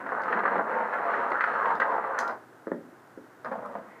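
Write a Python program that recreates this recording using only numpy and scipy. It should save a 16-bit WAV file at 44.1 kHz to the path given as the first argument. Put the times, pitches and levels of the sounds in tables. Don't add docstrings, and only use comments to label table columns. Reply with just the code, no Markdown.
import sys
import numpy as np
from scipy import signal
from scipy.fft import rfft, irfft
from scipy.io import wavfile

SR = 44100
rng = np.random.default_rng(int(sys.argv[2]) if len(sys.argv) > 2 else 0)


def to_wav(s):
    ch = np.atleast_2d(s).T
    pcm = np.round(np.clip(ch, -1, 1) * 32767)
    wavfile.write(sys.argv[1], SR, pcm.astype(np.int16))


N = 176400

# time_s, level_db, bass_db, contact_hz, contact_db
ROLL_PATH = [
    [(0.0, -28, -38, 1086, -42.5), (0.03, -35.5, -37.5, 1050, -7.5), (0.098, -31, -39.5, 1300, -12),
     (0.188, -26.5, -46, 997, 3.5), (0.232, -32, -42.5, 1130, 3), (0.312, -22, -35, 1310, -16),
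     (0.326, -22, -40, 1280, -2.5), (0.354, -23.5, -28.5, 1187, -4.5), (0.404, -29.5, -41, 1325, 9),
     (0.448, -41, -28, 1215, 9), (0.456, -27.5, -38.5, 1135, -12), (0.52, -24, -36.5, 1136, 1),
     (0.562, -22, -29.5, 1020, -26), (0.596, -27.5, -31, 1037, 9), (0.66, -29.5, -51.5, 886, -5)],
    [(0.68, -26, -47, 997, 0.5), (0.71, -21.5, -42, 1034, -19), (0.76, -22, -37, 890, -3),
     (0.896, -25.5, -49.5, 1003, -10), (0.942, -25, -45.5, 1190, -7), (1.01, -23, -43.5, 920, -5),
     (1.154, -21, -46, 1310, -16.5), (1.204, -21.5, -38, 1050, -14), (1.316, -26.5, -67.5, 1116, 4),
     (1.37, -28.5, -51, 1375, 9.5), (1.464, -39.5, -67.5, 1520, 6.5), (1.476, -22, -71, 1390, -5.5),
     (1.724, -25.5, -41, 1110, 5), (1.788, -37.5, -33, 1160, 6), (1.798, -59, -40, 1050, -2)],
    [(1.8, -17.5, -40, 1350, -6.5), (1.816, -20, -53, 1370, -21.5), (1.858, -28.5, -41, 1046, 8.5),
     (1.892, -29, -52, 1010, 4), (1.918, -23, -32.5, 985, -1.5), (1.978, -28, -51, 850, 4.5),
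     (2.018, -29.5, -50, 1040, -6), (2.066, -24, -55, 923, -5), (2.12, -29.5, -68, 980, 6),
     (2.202, -27, -62, 1400, -3.5), (2.27, -29.5, -39.5, 996, 2), (2.298, -25, -43, 904, -1),
     (2.346, -40, -55, 970, 6.5), (2.416, -53.5, -57, 1003, -4.5), (2.46, -58, -75, 1143, -1)],
]
# time_s, level_db, pitch_hz
CORE_NOTE = [(1.021, -45, 1156), (1.079, -35, 1180), (1.25, -37, 1230), (1.41, -37.5, 1380),
             (1.46, -29.5, 1360), (1.57, -37.5, 1265), (1.63, -29.5, 1025), (1.709, -27, 995),
             (1.779, -44.5, 893), (1.89, -32.5, 944), (1.959, -32, 930), (2.031, -63, 857)]
# start_s, level_db, contact_hz, contact_db, tick_db
RIM_BUMPS = [(0.062, -23.5, 925, -17, -57), (0.091, -21.5, 1370, 7, -53), (0.12, -17.5, 950, 8, -65),
             (0.149, -25, 1380, 8, -70), (0.179, -37, 1000, 10, -74), (0.205, -24.5, 1170, 5, -58),
             (0.234, -27.5, 939, 14.5, -42.5), (0.257, -19.5, 965, 11, -50), (0.281, -17, 1270, 9, -50),
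             (0.326, -15.5, 1390, 13, -37), (0.344, -36.5, 1270, -9.5, -68), (0.372, -15.5, 980, -15, -61),
             (0.39, -19, 670, -15, -40), (0.435, -18.5, 1450, 2, -42), (0.453, -11, 1200, 1, -52),
             (0.459, -14.5, 1220, -16.5, -48), (0.478, -13.5, 1260, -5, -49), (0.556, -13.5, 850, 4, -50),
             (0.579, -20, 972, -4, -44), (0.802, -20.5, 708, -13, -54), (0.935, -17.5, 1330, -23, -46.5),
             (1.137, -15, 1640, 0.5, -40.5), (1.317, -17.5, 730, -1, -37),
             (1.407, -13.5, 1460, 19.5, -33.5), (1.439, -11, 1354, 40.5, -34), (1.464, -23, 1390, 8.5, -50),
             (1.657, -20.5, 1020, 11, -39.5), (1.692, -24, 1010, 1, -54), (1.707, -28, 960, 14, -43.5),
             (1.801, -17.5, 1550, 7, -34), (1.818, -11, 1580, 5, -42.5), (1.981, -18, 894, 1, -67),
             (2.041, -20.5, 910, 12, -63), (2.18, -20.5, 1490, 12, -49), (2.187, -18.5, 1440, 0, -41),
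             (2.207, -20, 1530, -7, -56), (2.225, -20, 870, 5, -52)]
# start_s, level_db, contact_hz
ROLL_KNOCKS = [(3.446, -26, 1500), (3.458, -27.5, 1700), (3.47, -26, 930), (3.515, -22, 660),
               (3.524, -25, 1000), (3.554, -25, 670), (3.587, -27.5, 657), (3.624, -29, 675),
               (3.65, -28.5, 1090), (3.661, -27, 1150), (3.698, -33, 890), (3.753, -22, 680),
               (3.781, -29, 640), (3.812, -54, 660)]
# time_s, level_db
ROCKING_LEVELS = [(3.443, -30), (3.512, -44), (3.519, -31), (3.57, -44.5), (3.748, -41), (3.752, -45.5),
                  (4.0, -52)]
RUB_LEVELS = [(3.45, -70), (3.55, -77), (3.8, -91), (3.91, -59), (4.0, -62)]
# start_s, level_db, snap_hz
SHARP_CLICKS = [(0.22, -50, 4400), (0.236, -48, 4300), (0.942, -56, 8500), (1.303, -52.5, 9500),
                (1.442, -50, 4020), (1.753, -44, 3580), (1.801, -43, 3920), (2.1891, -26.5, 6300),
                (2.202, -42, 7400), (2.207, -38, 4900), (2.2787, -38.5, 5240), (2.309, -52, 4600),
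                (3.4476, -48, 4300), (3.6588, -54.5, 9100)]
# start_s, level_db, slap_db, boom_top_hz
SOFT_THUDS = [(2.670, -24, 0, 900), (2.679, -27, 2.5, 800), (2.717, -18, 3, 900), (3.174, -32.5, -11, 393)]

# pitch_hz, level_db, fade_s
TABLE_MODES = [(216, -11.5, 0.35), (248, -5, .11), (504, -15.5, 0.024), (558.7, -6.5, 0.12),
               (680.5, 0.5, 0.14), (921.5, -2, 0.091), (1050, -5, .04), (1223, 0.5, .14),
               (1242, -14.5, 0.063), (1380, -3, 0.14), (1502, -11, 0.25)]
CLICK_MODES = [(4750, -6, .17), (4850, -3, .17), (4930, 2.5, .18), (5080, -1, .17), (5200, -10, .13),
               (5997, -9, .13), (6400, -8.5, .11), (6551, -7.5, .12), (6780, -3, .12), (7811, -15.5, .06)]
THUD_MODES = [(251, 1, 0.16), (328, -5, 0.12), (437, -5, 0.11), (546, -7, 0.13)]

# pitch_hz, level_db
TABLETOP_TONE = [(30, -50), (100, -49.5), (200, -15), (330, -15), (460, -1), (680, -3), (920, -1),
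                 (1250, -3.5), (1580, -1.5), (1960, -6.5), (2400, -22), (3050, -37), (3700, -48.5),
                 (4300, -43), (5200, -67), (8000, -76), (15000, -77.5), (20000, -74)]
RUMBLE_TONE = [(50, -34), (110, -34), (200, -3), (260, -5.5), (380, -6.5), (600, -41), (1500, -11.5),
               (6000, -70)]
RIM_SCRAPE_TONE = [(100, -61.5), (1500, -27.5), (2600, 14.5), (3600, 1), (4250, 2.5), (4700, -17.5),
                   (5200, -7.5), (8000, -19), (15000, -32.5)]
DRY_TICK_TONE = [(100, -77.5), (1200, -33), (1900, 26.5), (2400, 10.5), (3000, 2.5), (3700, -6.5),
                 (4300, -6), (5200, -23.5), (8000, -29.5), (15000, -41)]
WOBBLE_TONE = [(30, -63), (70, -23), (130, -27), (210, -3), (350, -18.5), (470, -3.5), (650, -4.5),
               (800, -8), (1100, -4), (1900, -16.5), (2500, -31.5), (4000, -45.5), (8000, -60),
               (16000, -70)]
SNAP_TONE = [(50, -71), (800, -32), (2500, 0), (4000, 0), (5000, -0.5), (6700, -4.5), (7700, -12),
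             (11000, -11.5), (12000, -22.5), (13400, -10), (14500, -23.5)]
THUD_BOOM_TONE = [(20, -60), (40, -49), (120, -29), (190, -0.5), (250, 1.5), (330, 1), (440, 5), (550, 3.5),
                  (680, -8.5), (900, -32), (3000, -55), (9000, -88)]
THUD_SLAP_TONE = [(30, -52), (200, -37), (700, 5), (1100, 8), (1550, 10.5), (2000, -3), (2600, -37),
                  (5000, -55), (12000, -72)]
ROOM_NOISE_TONE = [(20, -47.5), (50, -30), (80, -26.5), (105, -8.5), (150, -8.5), (200, -10), (330, -1.5),
                   (480, -7), (750, -6.5), (1100, -9.5), (1500, -7), (1900, -15), (2400, -24.5),
                   (3100, -28.5), (4200, -31), (7000, -32.5), (11000, -35), (15000, -36)]
# pitch_hz, fade_s
ECHO_FADES = [(150, 0.5), (400, 0.37), (1000, 0.13), (2500, 0.21), (6000, 0.22), (14000, 0.23)]

HIT_S = 0.25
TIME = np.arange(N) / SR


def rolling():
    times, *columns = np.vstack(ROLL_PATH).T
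    db, bass_db, hz, contact_db = (np.interp(TIME, times, column) for column in columns)
    body = tabletop(grains(), TABLETOP_TONE, hz, contact_db, moving=True) * amp(db - 5)
    rumble = unit(colour(grains(), RUMBLE_TONE)) * amp(bass_db - 8.5)
    stiffness_db = 11 * np.log2(hz / hz.mean())
    scrape = unit(colour(grains(), RIM_SCRAPE_TONE)) * amp(db + stiffness_db - 38.5)
    return (body + rumble + scrape) * (TIME < times[-1])


def tabletop(force, tone, contact_hz, contact_db, width_hz=1065, moving=False):
    body = unit(colour(force, tone))
    contact = resonate(resonate(body, contact_hz, width_hz), contact_hz, width_hz)
    ringing = drift(body, lambda x: ring(x, TABLE_MODES)) if moving else ring(body, TABLE_MODES)
    return unit(body + amp(contact_db) * unit(contact) + amp(-5) * unit(ringing))


def grains(per_second=1800, clump_hz=41.3):
    sizes = amp(1.5 * np.minimum(rng.exponential(1, N), 4))
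    hz = np.fft.rfftfreq(N, 1 / SR)
    clumps = unit(irfft(rfft(rng.standard_normal(N)) * hz * np.exp(-hz / clump_hz), N))
    hits = rng.choice([-1, 1], N) * (rng.random(N) < per_second / SR)
    return unit(sizes * amp(0.22 * clumps) * hits)


def cardboard_core(width_hz=190):
    times, db, hz = np.transpose(CORE_NOTE)
    hz = np.interp(TIME, times, hz)
    note = resonate(resonate(grains(), hz, width_hz), hz, width_hz)
    return unit(note) * amp(np.interp(TIME, times, db) - 1) * fade(times)


def rim_bumps():
    out = np.zeros(N)
    for start, db, hz, contact_db, tick_db in RIM_BUMPS:
        bump = tabletop(blow(scatter_s=0.0085, scatter_db=8.5), TABLETOP_TONE, hz, contact_db)
        tick = colour(blow(scatter_s=0.0064, scatter_db=37), DRY_TICK_TONE)
        add(out, start, db - 10, bump)
        add(out, start, tick_db + 0.5, tick)
    return out


def wobble():
    times, levels = np.transpose(ROCKING_LEVELS)
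    out = unit(colour(grains(), WOBBLE_TONE)) * amp(np.interp(TIME, times, levels) - 4) * fade(times)
    for start, db, hz in ROLL_KNOCKS:
        force = blow(scatter_s=0.011, scatter_db=28)
        knock = tabletop(force, WOBBLE_TONE, hz, contact_db=2.5, width_hz=670)
        tick = colour(blow(scatter_s=0.0088, scatter_db=19), RIM_SCRAPE_TONE)
        add(out, start, db - 9.5, knock)
        add(out, start, db - 55.5, tick)
    return out


def sharp_clicks():
    out = np.zeros(N)
    for start, db, hz in SHARP_CLICKS:
        snap = unit(colour(blow(scatter_s=0.0022, scatter_db=8.5), SNAP_TONE))
        snap = unit(snap + amp(5) * unit(resonate(snap, hz, width_hz=1500)))
        ringing = unit(ring(signal.unit_impulse(len(snap)), CLICK_MODES))
        add(out, start, db - 13.5, snap + amp(-11) * ringing)
    return out


def soft_thuds():
    out = np.zeros(N)
    for start, db, slap_db, top_hz in SOFT_THUDS:
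        boom = unit(colour(blow(scatter_s=0.019, scatter_db=-5.5), THUD_BOOM_TONE))
        ringing = unit(ring(signal.unit_impulse(len(boom)), THUD_MODES))
        muffle = signal.butter(3, top_hz, fs=SR, output="sos")
        boom = unit(signal.sosfilt(muffle, boom + amp(-3) * ringing))
        slap = unit(colour(blow(scatter_s=0.0022, scatter_db=-2), THUD_SLAP_TONE))
        add(out, start, db - 7, boom + amp(slap_db - 13.5) * slap)
    return out


def tape_rub():
    times, db = np.transpose(RUB_LEVELS)
    return unit(colour(grains(), DRY_TICK_TONE)) * amp(np.interp(TIME, times, db)) * fade(times)


def room_echo(x, per_second=3000, delay_s=0.005):
    bounces = rng.choice([-1., 1.], SR // 2) * (rng.random(SR // 2) < per_second / SR)
    hz, t, bands = signal.stft(bounces, SR, nperseg=256)
    tail = signal.istft(bands * amp(-60 * t / look_up(ECHO_FADES, hz)[:, None]), SR)[1]
    tail = np.r_[np.zeros(round(delay_s * SR)), tail / np.linalg.norm(tail)]
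    return amp(-5) * signal.fftconvolve(x, tail)[:N]


def room_noise(hum_hz=122.5):
    gains = amp(look_up(ROOM_NOISE_TONE, np.fft.rfftfreq(N, 1 / SR)))
    hush = unit(irfft(rfft(rng.standard_normal(N)) * gains, N))
    hum = unit(np.sin(2 * np.pi * hum_hz * TIME))
    return amp(-54) * hush + amp(-71.5) * hum


def blow(scatter_s, scatter_db):
    t = np.arange(round(HIT_S * SR)) / SR
    waves = rng.standard_normal(len(t)) * np.exp(-t / scatter_s)
    return (t == 0) + amp(scatter_db) * waves / np.linalg.norm(waves)


def ring(x, modes):
    t = np.arange(round(HIT_S * SR)) / SR
    notes = sum(amp(db - 60 * t / fade_s) * np.sin(2 * np.pi * (hz * t + rng.random()))
                for hz, db, fade_s in modes)
    notes *= 1 - np.exp(-t * modes[0][0])
    return signal.fftconvolve(x, notes / np.linalg.norm(notes))[:len(x)]


def resonate(x, hz, width_hz):
    turn = np.exp(2j * np.pi * np.cumsum(hz * np.ones(len(x))) / SR)
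    decay = np.exp(-np.pi * width_hz / SR)
    return 2 * (turn * signal.lfilter([1 - decay], [1, -decay], x / turn)).real


def colour(x, tone, size=4096):
    log_gain = np.log(amp(look_up(tone, abs(np.fft.fftfreq(size, 1 / SR)))))
    spectrum = np.exp(np.conj(signal.hilbert(log_gain)))
    taps = np.fft.ifft(spectrum).real[:size // 2]
    return signal.fftconvolve(x, taps / np.linalg.norm(taps))[:len(x)]


def drift(x, respond, step_s=0.09):
    paths = rng.standard_normal((4, 200))
    shares = np.array([np.interp(TIME / step_s, np.arange(len(path)), path) for path in paths])
    return sum(respond(x * share) for share in shares / np.linalg.norm(shares, axis=0))


def add(mix, start_s, db, sound):
    part = mix[round(start_s * SR):][:len(sound)]
    part += amp(db) * sound[:len(part)] / np.std(sound[:round(0.01 * SR)])


def fade(times, fade_s=0.0078):
    to_edge_s = np.minimum(TIME - times[0], times[-1] - TIME)
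    return np.sin(np.pi / 2 * np.clip(to_edge_s / fade_s, 0, 1)) ** 2


def look_up(table, hz):
    pitches, values = np.transpose(table)
    return np.interp(np.log(hz + 1), np.log(pitches + 1), values)


def amp(db):
    return 10 ** (np.asarray(db) / 20)


def unit(x):
    return x / np.sqrt(np.mean(x ** 2) + 1e-20)


def scene():
    direct = rolling() + cardboard_core() + rim_bumps() + wobble()
    direct += tape_rub() + sharp_clicks() + soft_thuds()
    return (direct + drift(direct, room_echo) + room_noise())[None]


def record(dry):
    treble_cut = signal.firwin(511, cutoff=15300, window=("kaiser", 9), fs=SR)
    return signal.oaconvolve(dry, treble_cut[None], "same")


dry = scene()
out = record(dry)
to_wav(out)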